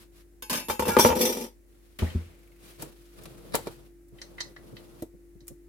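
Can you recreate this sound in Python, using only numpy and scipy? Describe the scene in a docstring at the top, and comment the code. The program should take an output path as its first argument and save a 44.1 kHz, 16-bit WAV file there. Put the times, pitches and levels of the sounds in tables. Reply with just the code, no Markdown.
"""A steel kitchen knife is dragged off a plastic board and laid on the counter, where its hollow handle
rocks to rest. Each blow thuds in the surface and rings the steel; each slide is a stream of tiny slips.
A heavy cast pot thumps onto the board, then is tilted and turned: its foot knocks, its fittings clink.
A sleeve rustles and an appliance hums in the small, hard-walled kitchen."""
import sys
import numpy as np
from scipy import signal
from scipy.fft import rfft, irfft, next_fast_len
from scipy.io import wavfile
from scipy.ndimage import uniform_filter1d, map_coordinates

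SR = 44100
rng = np.random.default_rng(int(sys.argv[2]) if len(sys.argv) > 2 else 0)


def put_to_file(sound):
    """Save the sound as 16-bit audio at rate SR, in the file named by the first command-line argument."""
    columns = np.atleast_2d(sound).T  # one column per channel
    safe = np.clip(columns, -1, 1)
    whole_steps = np.round(safe * 32767)
    wavfile.write(sys.argv[1], SR, whole_steps.astype(np.int16))


N = 250664
T = np.arange(N) / SR
TAIL = T[:SR // 3]  # time axis of one hit, in seconds
STEEL_DETUNE = .004  # range of pitch shift between points of contact, as a share

# Modes of the blade and the hollow handle. Each row: pitch in Hz, level in dB, t60 in seconds.
BLADE_MODES = [(861, -8, .45), (1007, 2, .13), (1075, -2, .1), (1540, 0, .14), (1663, -6, .2),
               (2207, -5, .25), (2530, -11, .3), (2660, -6, .55), (2860, -6, .15), (3155, -7, .18),
               (3736, -3, .15), (4409, -4, .16), (4807, -7, .24), (5308, -5, .17), (6374, -4, .17),
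               (6800, -11, .38), (8376, -8, .25), (8990, -14, .25), (10150, -6, .25), (10430, -7, .25),
               (11255, -8, .5), (11650, -2, .2), (12030, -5, .27), (12610, -7, .27), (13200, -9, .3),
               (14410, -9, .25)]
HANDLE_MODES = [(3316, -12, .2), (3441, -8, .2), (4500, -14, .12), (4807, -3.5, .28), (5383, -10, .2),
                (5704, 3, .2), (5822, -3, .2), (5981, -4.5, .2), (6395, -11, .2), (6800, -12, .22),
                (7887, -12, .2), (8700, -4, .18), (9866, -4, .24), (10400, -9, .22), (11255, -5, .24),
                (11720, 0, .2), (12030, -5, .24), (12600, -7, .24), (14020, -12, .22), (15010, -7, .12)]
# Tone of steel grit, the board's thud and crack, and a dull rustle. Each row: frequency in Hz, gain in dB.
STEEL_GRIT_EQ = [(300, -14), (900, -6), (1600, -2.5), (3200, -0.5), (4100, -4), (5500, -2.5), (7600, -4),
                 (8800, -1.5), (9400, -1.5), (10200, -1.5), (12000, 4.5), (13500, -2), (16000, -10)]
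BOARD_THUD_EQ = [(80, -7.5), (200, 2.5), (330, 11), (470, -2), (700, -5), (1000, -21), (1600, -16),
                 (3000, -16.5), (6000, -42)]
BOARD_CRACK_EQ = [(200, 20), (900, 11.5), (2000, 10), (3200, 4), (4250, 8), (5000, 3.5), (8000, -0.5),
                  (10500, 4), (13000, 2), (16000, -43)]
RUSTLE_EQ = [(60, -1), (140, 12.5), (260, 4.5), (500, 6), (800, -5), (1500, -10.5), (3000, -78)]


def knife():
    """The edge drags off the board, the tip lands and slides, the handle drops and rocks."""
    # Sliding strokes. Each row: start and length in seconds, body and rasp in dB, fade in dB per second.
    edge_drag = [(.497, 0.0087, -35.5, -39, 17.5), (.53, 0.059, -42, -43, 60)]
    tip_slide = [(.682, 0.015, -39, -39.5, -2.5), (.85, 0.087, -38.5, -41.5, 2),
                 (.875, .08, -32.5, -36.5, 110)]
    handle_roll = [(.98, 0.092, -23.5, -29.5, 60), (1.15, 0.085, -26.5, -40, 16),
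                   (1.21, 0.235, -28.5, -39, 46)]
    rest_s = 1.465
    partials = overtones()
    out = knife_blows(partials)
    out += slide(edge_drag, board, BLADE_MODES, partials, body_db=1, steel_db=-1.8, grit_db=-5.5, rate=300)
    out += slide(tip_slide, counter, BLADE_MODES, partials,
                 body_db=2.6, steel_db=-1.5, grit_db=-2.5, rate=250)
    out += slide(handle_roll, hollow, HANDLE_MODES, partials,
                 body_db=-.79, steel_db=0, grit_db=.4, rate=480)
    return out * np.exp(-np.maximum(T - rest_s, 0) / .041)  # lying flat, the fingers still it


def knife_blows(partials):
    """Each blow thuds in the surface, cracks at the contact and rings the steel; hard ones also clack."""
    # The edge taps the board. Each row: start in seconds, ring level in dB.
    taps = [(.423, -38.5), (0.497, -31.5), (.502, -33), (0.5092, -35), (0.5294, -29), (.538, -36),
            (0.5518, -34.5), (.559, -37.5), (0.5728, -38.5), (.581, -43), (0.599, -41)]
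    # Hits on the counter. Each row: start in seconds, thud in dB, steel in dB, hardness from 0 to 1.
    hits = [(0.6987, -22.5, -28.5, 0.8), (0.706, -30, -32.5, 0), (0.7942, -19.5, -27, 0.08),
            (.822, -23.5, -34.5, 0.23), (.854, -29, -34, 0.4), (0.87, -24.5, -37, 0.4),
            (.889, -25.5, -31, 0), (0.9673, -11, -32.5, 0.68), (0.975, -20, -41, .4),
            (.986, -20.5, -27.5, .5), (0.9936, -14.5, -20, 0.6), (1.005, -24.5, -22, .7),
            (1.0486, -10.5, -30, 0.6), (1.057, -19, -22, 0.2), (1.065, -23, -32.5, 0),
            (1.089, -22, -38.5, 0), (1.102, -18.5, -48, 0), (1.117, -23.5, -39.5, 0.05),
            (1.126, -23, -58, 0.2), (1.164, -26, -40, 0.2)]
    # The handle rocks unevenly to rest. Each row: start in seconds, thud in dB, steel in dB.
    rocks = [(1.189, -43, -32), (1.2103, -25, -18.5), (1.22, -43, -27), (1.252, -33, -20.5),
             (1.272, -25, -32), (1.292, -23.5, -29), (1.323, -46, -30), (1.369, -30, -35.5),
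             (1.41, -40, -39), (1.443, -41.5, -46)]
    # The handle drops and clangs. Each row: start in seconds, level in dB.
    clangs = [(0.9939, -21), (1.006, -20.5)]
    contact = lambda: blow(glint(t60=.033) + amp(.5) * bend(shimmer(partials))) * onset(.0021)
    blade = lambda: ring(BLADE_MODES, scatter_db=3.7, width=1.3, detune=STEEL_DETUNE)
    handle = lambda: bend(ring(HANDLE_MODES, scatter_db=3.2, width=.83, detune=STEEL_DETUNE))
    out = np.zeros((2, N))
    for s, db in taps:
        add(out, s, amp(db) * (blade() + amp(2.5) * glint(t60=.034) + amp(-8) * hollow()))
    for s, thud_db, steel_db, hardness in hits:
        add(out, s, amp(thud_db) * (counter() + hardness * clack()))
        add(out, s, amp(steel_db) * (contact() + amp(-7) * blade()))
    for s, thud_db, steel_db in rocks:
        add(out, s, amp(thud_db) * hollow() + amp(steel_db) * (contact() + amp(-9) * handle()))
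    for s, db in clangs:
        add(out, s, amp(db) * handle())
    return out


def slide(strokes, body, modes, partials, body_db, steel_db, grit_db, rate, contacts=4):
    """Sliding steel slips about `rate` times a second, shaking the surface, ringing and rasping."""
    attack_s, release_t60, damping_t60 = .0027, .22, .21
    press = rasp = 0
    for s, length, press_db, rasp_db, fade_db_per_s in strokes:
        fade = amp(-fade_db_per_s * np.clip(T - s, 0, length))
        effort = gate(s, length, attack_s, release_t60) * fade
        press += amp(press_db) * effort
        rasp += amp(rasp_db) * effort
    start_s, end_s = strokes[0][0], s + length + release_t60
    span = slice(int(start_s * SR), int(end_s * SR))
    out = np.zeros((2, N))
    for _ in range(contacts):  # each point of contact chatters in clusters, with its own ring
        chatter = slips(rate / contacts, scatter_db=3.7) * amp(1.5 * walk(90))
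        force = unit(chatter[:, span]) / np.sqrt(contacts)
        steel = ring(modes, scatter_db=3.6, width=1.6, detune=STEEL_DETUNE) + amp(5) * shimmer(partials)
        steel = bend(steel) * decay(damping_t60)  # pressing on the surface shortens the ring
        layers = (body(), press, body_db), (steel, rasp, steel_db), (glint(t60=.01), rasp, grit_db)
        for response, drive, db in layers:
            sound = signal.fftconvolve(force * drive[span], unit_energy(response), axes=-1)
            add(out, start_s, amp(db) * sound)
    return out


def squeak(stop_s=.966, roughness=.0024, flicker_db=4):
    """The sliding tip bows the blade: a few partials swell, and the lowest holds until the stroke ends."""
    # Bowed partials. Each row: start in seconds, pitch in Hz, level in dB, fade in dB per second.
    tones = [(.896, 1400, -38, .5), (.88, 1663, -34, 100), (.885, 2300, -44.5, 50), (0.8, 2681, -41, 64)]
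    out = 0
    for s, hz, db, fade_db_per_s in tones:
        level = amp(db - fade_db_per_s * np.clip(T - s, 0, 1) + flicker_db * walk(120))
        pitch = hz * (1 + roughness * walk(300))
        tone = np.sin(2 * np.pi * np.cumsum(pitch) / SR)
        out += level * gate(s, stop_s - s, attack=.018, t60=.051) * tone
    return out


def overtones(count=130, t60=.11):
    """The steel's many close, high partials, each in stereo and weaker in the blade's dull bands."""
    hz = rng.uniform(1800, 15900, (count, 1, 1))
    phase = rng.uniform(0, 2 * np.pi, (count, 2, 1))
    level = amp(np.interp(hz, *np.transpose(STEEL_GRIT_EQ)))
    return level * np.sin(2 * np.pi * hz * TAIL + phase) * decay(t60)


def shimmer(partials):
    """Each point of contact wakes the close partials in its own proportions."""
    return blow(np.tensordot(uneven(len(partials), scatter_db=4), partials, 1))


def bend(x, depth=.0022, rate_hz=9):
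    """The steel's resonances glide up and down as the point of contact moves."""
    speed = 1 + depth * np.sin(2 * np.pi * (rate_hz * TAIL + rng.random()))
    position = np.cumsum(speed) - speed[0]
    return np.array([map_coordinates(side, [position]) for side in x])


def glint(t60, patchy_db=7, bands=60):
    """A bright steel crack; each point of contact favours its own bands."""
    band_hz = np.linspace(1000, 16000, bands)
    band_db = patchy_db * np.clip(rng.standard_normal(bands), -2, 1)
    return blow(colour(crack(STEEL_GRIT_EQ, t60), np.transpose([band_hz, band_db])))


def clack():
    """Steel bites into the counter: one sharp pulse and a brief scatter."""
    # A hard midrange tone. Each row: frequency in Hz, gain in dB.
    clack_eq = [(250, -8), (600, 3.5), (900, 3.5), (1300, 0), (1800, -7.5), (2250, -7.5), (3000, -25),
                (16000, -39.5)]
    scatter = amp(-19) * decay(.029) * noise(len(TAIL), likeness=.69)
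    return blow(colour((TAIL == 0) + scatter, clack_eq))


def counter():
    """The counter answers a blow with a few modes in a dense thud."""
    # The counter's modes. Each row: pitch in Hz, level in dB, t60 in seconds.
    modes = [(80, -14, .4), (195, -8, .08), (237, -3, .17), (360, -5, .1), (385, -1, .12), (471, 1, .14),
             (508, 0, .12), (578, -9, .06), (625, -11, .06), (750, -10, .06), (851, 3, .14), (915, -2, .11),
             (964, -3, .11), (1090, -8, .05), (1270, -7, .06), (1400, -8, .05), (1600, -14, .04)]
    # Its dull thud. Each row: frequency in Hz, gain in dB.
    thud_eq = [(50, -14), (85, -1.5), (140, -7), (230, 5), (300, -8.5), (380, 1), (520, -0.5), (700, -15),
               (860, -3.5), (1100, -14), (1350, -22), (2000, -17.5), (3200, -20.5), (6000, -50.5)]
    tone = ring(modes, scatter_db=7.9, width=.83, detune=.014)
    return blow(tone + amp(-2.5) * crack(thud_eq, t60=.054, likeness=.95))


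def hollow():
    """A darker counter thud, under the rolling handle and the edge's light taps."""
    return blow(colour(counter(), [(90, -11.5), (230, 2.5), (480, 1), (850, -5.5), (1400, -8)]))


def board():
    """The plastic board thuds under the dragging edge."""
    thud = crack(BOARD_THUD_EQ, t60=.16, likeness=.81)
    return colour(thud, [(120, 1), (235, 4), (340, -14), (1000, 7)])


def pot_landing():
    """The pot's weight rings the board low: two thumps and a faint third."""
    # Modes of the laden board. Each row: pitch in Hz, level in dB, t60 in seconds.
    modes = [(82.7, 2, 0.22), (93, -5.5, 0.1), (179.5, -6.5, 0.14), (235, -4.5, 0.12), (275, -11, 0.11),
             (367, -3.5, 0.082), (653, -15, 0.11), (844, -12, 0.067)]
    # Thumps. Each row: start in seconds, level in dB, low-pass corner in Hz.
    thumps = [(2.02, -17, 1100), (2.148, -19, 292), (2.255, -48, 200)]
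    out = np.zeros((2, N))
    for s, db, corner_hz in thumps:
        thump = ring(modes, scatter_db=1, width=1) * onset(.0037)
        add(out, s, amp(db) * blow(lowpass(thump, corner_hz)))
    return out


def pot_knocks():
    """The pot's foot knocks as it shifts; grit snaps under it and the board thuds."""
    # The foot's modes. Each row: pitch in Hz, level in dB, t60 in seconds.
    modes = [(96, -13.5, .17), (361, -7, 0.17), (444, -1, 0.069), (475, 4.5, 0.049), (533, 0.5, 0.042),
             (826, -5.5, 0.054), (930, 3, 0.028), (1700, -14, 0.011), (3160, 6, .03)]
    # The pot's thud. Each row: frequency in Hz, gain in dB.
    thud_eq = [(80, -20), (160, -6), (260, -4), (440, 0), (650, 0), (900, -2.5), (1100, -13.5), (1450, -16),
               (3000, -12), (6000, -25)]
    # Each row: start in seconds, knock in dB, its low-pass corner in Hz, snap in dB, board in dB.
    knocks = [(1.989, -52, 696, -34, -42), (2.022, -32, 1400, -53, -45), (2.798, -62, 900, -43.5, -60),
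              (2.824, -38.5, 1280, -40, -40.5), (3.255, -53, 1200, -38.5, -54),
              (3.545, -21, 1400, -26, -46), (3.552, -31, 2500, -25, -50), (3.561, -31, 2000, -42, -48),
              (3.586, -38.5, 900, -55, -47), (3.670, -29, 1500, -34, -33), (5.022, -36, 700, -44, -32.5)]
    out = np.zeros((2, N))
    for s, knock_db, corner_hz, snap_db, body_db in knocks:
        foot = ring(modes, scatter_db=1.5, width=.9, detune=.05)
        thud = crack(thud_eq, t60=.034, likeness=1)
        knock = blow(lowpass(foot + amp(-3) * thud, corner_hz, order=3))
        snap = crack(BOARD_CRACK_EQ, t60=.043) * onset(.00047)
        body = blow(lowpass(crack(BOARD_THUD_EQ, t60=.096, likeness=.88), 520))
        add(out, s, amp(knock_db) * knock + amp(snap_db) * snap + amp(body_db) * body)
    return out


def pot_ticks():
    """Tiny, dry, bright ticks as the pot moves."""
    # Each row: start in seconds, level in dB.
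    ticks = [(1.987, -44), (2.822, -32.5), (3.235, -46.5), (3.552, -20.5), (4.084, -61), (5.022, -40.5),
             (5.47, -52), (5.48, -35.5)]
    tick_eq = [(1000, -3), (4000, -3.5), (7500, 7), (12000, 9), (16000, 5.5)]
    out = np.zeros((2, N))
    for s, db in ticks:
        add(out, s, amp(db) * crack(tick_eq, t60=.036))
    return out


def pot_clinks():
    """The pot's metal fittings clink, each time favouring a different band."""
    # The fittings' modes. Each row: pitch in Hz, level in dB, t60 in seconds.
    modes = [(1410, -12, .1), (1730, -12, .035), (1957, -12, .25), (2038, -13, .1), (2140, -7, .05),
             (2630, -4, .04), (2993, -7, .09), (3160, -3, .05), (3725, 0, .05), (3919, -3, .06),
             (4188, 0, .08), (4651, -7, .07), (5017, 0, .07), (5507, -2, .07), (5950, 4, .06),
             (6420, -2, .09), (6800, -8, .05), (7634, -8, .07), (8420, -5, .06), (9415, -4, .055)]
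    # Their gritty contact. Each row: frequency in Hz, gain in dB.
    grit_eq = [(500, 9), (850, 15.5), (1300, 7), (2000, 19), (2700, -16), (4000, 14), (5800, 5.5),
               (7500, 0), (12000, -8)]
    # Each row: start in seconds, level in dB, centre in Hz, fall below it in dB per octave (double above).
    clinks = [(1.989, -39.5, 2990, 21), (2.067, -46.5, 2020, 10), (2.10, -48, 3000, 26),
              (4.185, -53.5, 2930, 16), (4.216, -38, 5640, 1), (4.382, -39, 2110, 9.5),
              (4.397, -46, 2390, 8), (4.4045, -31, 4700, 1), (4.408, -32.5, 5770, 6),
              (4.563, -45, 1970, 6.5), (4.767, -46, 3100, 10.5), (5.405, -59, 5020, 3.5)]
    out = np.zeros((2, N))
    for s, db, centre_hz, fall_db in clinks:
        clink = ring(modes, scatter_db=2.3, width=.87, detune=.0018) + amp(.5) * crack(grit_eq, t60=.059)
        focus_eq = [(centre_hz / 4, -2 * fall_db), (centre_hz, 0), (centre_hz * 4, -4 * fall_db)]
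        add(out, s, amp(db) * blow(colour(clink * onset(.0002), focus_eq)))
    return out


def grinding():
    """Grit crackles under the pot's foot as it starts to move."""
    # Each row: start in seconds, length in seconds, level in dB.
    grinds = [(3.176, 0.018, -54), (3.518, .014, -45.5), (3.533, 0.017, -32), (3.654, 0.021, -46.5)]
    push = movements(grinds, attack=.0075, t60=.053)
    crackle = signal.fftconvolve(slips(1500, scatter_db=5), crack(BOARD_CRACK_EQ, t60=.0031), axes=-1)
    return push * unit(crackle[:, :N])


def nudges():
    """A soft palm moves only the low notes of the board under the pot."""
    # Each row: start in seconds, level in dB.
    bumps = [(3.26, -45.5), (4.122, -47), (4.725, -41.5), (5.135, -49), (5.351, -47.5), (5.414, -53),
             (5.5, -44.5)]
    out = np.zeros((2, N))
    for s, db in bumps:
        bump = crack(RUSTLE_EQ, t60=.083, likeness=.4) * onset(.0067)
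        add(out, s, amp(db) * blow(lowpass(bump, 300)))
    return out


def pot_rattle(start_s=2.215, stop_s=2.78, rate_hz=23.1):
    """A faint, quick rattle lingers while the pot settles."""
    rattle_eq = [(1500, -17), (2150, 6), (2550, 3), (3300, -17), (11000, -8.5)]
    cycle = (T - start_s) * rate_hz % 1
    beats = np.exp(-3 * cycle) * (T > start_s) * (T < stop_s)
    return amp(-61) * beats * wash(rattle_eq, likeness=.25)


def rubbing():
    """The pot drags with a dull rustle, sleeve and skin brush with a hiss; both trail the landing."""
    # Pot drags and sleeve brushes. Each row: start in seconds, length in seconds, level in dB.
    drags = [(2.78, 0.037, -35), (3.13, 0.13, -52.5), (3.235, 0.5, -51), (3.5, 0.37, -57),
             (4.11, 0.41, -54.5), (4.54, 0.16, -53), (4.68, 0.32, -53.5), (5.0, 1, -90.5)]
    brushes = [(-.05, 0.068, -55), (0.115, 0.07, -56), (1.657, 0.32, -69.5), (2.351, 0.3, -69),
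               (2.585, 0.12, -55), (2.674, 0.54, -63.5)]
    # The hiss of rubbing and the hiss after the landing. Each row: frequency in Hz, gain in dB.
    hiss_eq = [(500, -12), (1200, -1), (2200, -1.5), (4000, -2.5), (7000, -7.5), (11000, -4), (16000, -10)]
    settle_eq = [(500, -17), (1200, 4.5), (2200, 5.5), (4000, -0.5), (7000, -6), (11000, -6),
                 (16000, -11.5)]
    drag, brush = (movements(rows, attack=.082, t60=.2) for rows in (drags, brushes))
    settle = gate(start=1.99, length=0, attack=.0097, t60=.93)
    rustle_level = drag + amp(-3.5) * brush + amp(-38.5) * settle
    hiss_level = brush + amp(-8) * drag
    rustle = wash(RUSTLE_EQ, likeness=.17) * amp(2 * walk(27))
    hiss = wash(hiss_eq, likeness=.0062) * amp(1.77 * walk(75))
    return rustle_level * rustle + hiss_level * hiss + amp(-42) * settle * wash(settle_eq, likeness=0)


def appliance_hum(motor_hz=48.6):
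    """An appliance motor hums over faint room air; its upper tones waver, dip and swell."""
    # Room air. Each row: frequency in Hz, gain in dB.
    air_eq = [(25, -3.5), (50, -6), (80, -1.5), (130, -13.5), (250, -8), (380, -8.5), (630, -20),
              (1000, -29.5), (2000, -25.5), (3200, -36), (6000, -33), (11000, -30), (16000, -34)]
    # Upper tones. Each row: pitch in Hz, level in dB relative to the swell.
    tones = [(147.3, -11), (294.6, -5.5), (343.7, 6.5), (431, -19.5)]
    # Their swell. Each row: time in seconds, level in dB.
    swell = [(0, -66), (1.8, -72), (2.5, -67), (3.0, -64), (5.68, -61.5)]
    swell_db = np.interp(T, *np.transpose(swell))
    out = amp(-61.5) * wash(air_eq, likeness=.067)
    out += np.sqrt(2) * amp(-56.5 + .71 * walk(3.8)) * np.sin(2 * np.pi * motor_hz * T)
    for hz, db in tones:
        level = np.sqrt(2) * amp(db + swell_db + .45 * walk(2))
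        out += level * np.sin(2 * np.pi * hz * T + .11 * walk(5.1))
    return out


def kitchen(x, early_t60=.026, early_db=-3.5, tail_t60=.21, tail_db=-9.5):
    """Crockery and a wall close by scatter the sound at once; the room adds a short tail."""
    # The reflections are thin in the bass. Each row: frequency in Hz, gain in dB.
    room_eq = [(60, -29.5), (250, -22.5), (500, -7), (1000, 0.5), (5000, 2), (16000, -5)]
    out = x
    for t60, db, delay_s in ((early_t60, early_db, .001), (tail_t60, tail_db, .007)):
        echoes = noise(len(TAIL), likeness=.25) * decay(t60) * (TAIL > delay_s)
        response = colour(unit_energy(echoes), room_eq)
        out = out + amp(db) * signal.fftconvolve(x, response, axes=-1)[:, :N]
    return out


def ring(modes, scatter_db, width, detune=0):
    """Damped modes; each blow weights and shifts them anew, with a separate phase left and right."""
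    out = 0
    for k, (hz, db, t60) in enumerate(modes):
        weight, shift = rng.uniform(-.5, .5, 2)
        phase = width * min(hz / 700, 2) * rng.standard_normal((2, 1))  # long waves reach both sides alike
        polarity = (-1) ** (k // 3)
        tone = np.sin(2 * np.pi * hz * (1 + detune * shift) * TAIL + phase)
        out += polarity * amp(db + scatter_db * weight) * decay(t60) * tone
    return blow(out)


def crack(eq, t60, likeness=.076):
    """The dense, quickly dying part of a contact."""
    return blow(colour(noise(len(TAIL), likeness) * decay(t60), eq))


def slips(rate, scatter_db):
    """Stick and slip: tiny impacts of uneven size, about `rate` a second."""
    return (uneven(N, scatter_db) * (rng.random(N) < rate / SR))[None]


def uneven(count, scatter_db):
    """Gains of random size and sign."""
    return amp(scatter_db * np.clip(rng.standard_normal(count), -2, 2)) * rng.choice([-1, 1], count)


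def wash(eq, likeness):
    """Steady coloured noise at rms 1."""
    return unit(colour(noise(N, likeness), eq))


def noise(count, likeness):
    """Stereo white noise, from wide (likeness 0) to mono (1)."""
    white = rng.standard_normal((3, count))
    return np.sqrt(likeness) * white[0] + np.sqrt(1 - likeness) * white[1:]


def walk(rate):
    """A random drift at rms 1 that turns `rate` times a second."""
    hold = int(SR / rate)
    steps = np.repeat(rng.standard_normal(N // hold + 1), hold)
    return unit(uniform_filter1d(steps, hold)[:N])


def colour(x, eq):
    """Shape by (Hz, dB) points, with minimum phase so that attacks stay sharp."""
    size = 2 * next_fast_len(x.shape[-1])
    hz, db = np.transpose(eq)
    bin_hz = np.arange(size // 2 + 1) * SR / size
    log_gain = np.log(amp(np.interp(np.log(bin_hz + 1), np.log(hz), db)))
    cepstrum = irfft(log_gain)[:size // 2]
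    cepstrum[1:] *= 2
    return irfft(rfft(x, size) * np.exp(rfft(cepstrum, size)))[..., :x.shape[-1]]


def lowpass(x, hz, order=2):
    """Soft contacts lose their treble."""
    return signal.sosfilt(signal.butter(order, hz, fs=SR, output="sos"), x)


def movements(rows, attack, t60):
    """The summed envelope of several movements."""
    return sum(amp(db) * gate(s, length, attack, t60) for s, length, db in rows)


def gate(start, length, attack, t60):
    """Attack, hold and release of one movement, in seconds."""
    release = amp(-60 * np.clip(T - start - length, 0, 2 * t60) / t60)
    return np.clip((T - start) / attack, 0, 1) * release


def onset(rise_s):
    """A contact builds up over a short time."""
    return 1 - np.exp(-TAIL / rise_s)


def decay(t60):
    """A hit dies by 60 dB in t60 seconds."""
    return amp(-60 * TAIL / t60)


def amp(db):
    """Decibels to gain."""
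    return 10 ** (np.asarray(db) / 20)


def unit(x):
    """Scale to rms 1."""
    return x / np.sqrt(np.mean(x ** 2))


def unit_energy(x):
    """Scale a stereo response to a mean energy of 1 a side."""
    return x / np.sqrt(np.sum(x ** 2) / 2)


def blow(x):
    """Scale so that the loudest 5 ms have rms 1."""
    return x / np.sqrt(uniform_filter1d(np.mean(x ** 2, axis=0), size=220).max())


def add(out, s, sound):
    """Mix a sound in at s seconds."""
    start = int(s * SR)
    out[:, start:start + sound.shape[1]] += sound[:, :N - start]


def scene():
    """Knife and pot sound in the room over rustle and hum, all a little to the left."""
    blade = knife() + squeak()
    pot = pot_landing() + pot_knocks() + pot_ticks() + pot_clinks() + grinding() + nudges()
    mix = amp(-.28) * kitchen(blade + pot) + pot_rattle() + rubbing() + appliance_hum()
    return mix * amp([[.5], [-.5]])


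def record(dry, bass_hz=40, top_hz=16200):
    """The deepest bass and the very top are cut away."""
    dry = signal.sosfilt(signal.butter(4, bass_hz, "high", fs=SR, output="sos"), dry)
    return signal.sosfilt(signal.ellip(10, .2, 80, top_hz, fs=SR, output="sos"), dry)


dry = scene()
out = record(dry)
put_to_file(out)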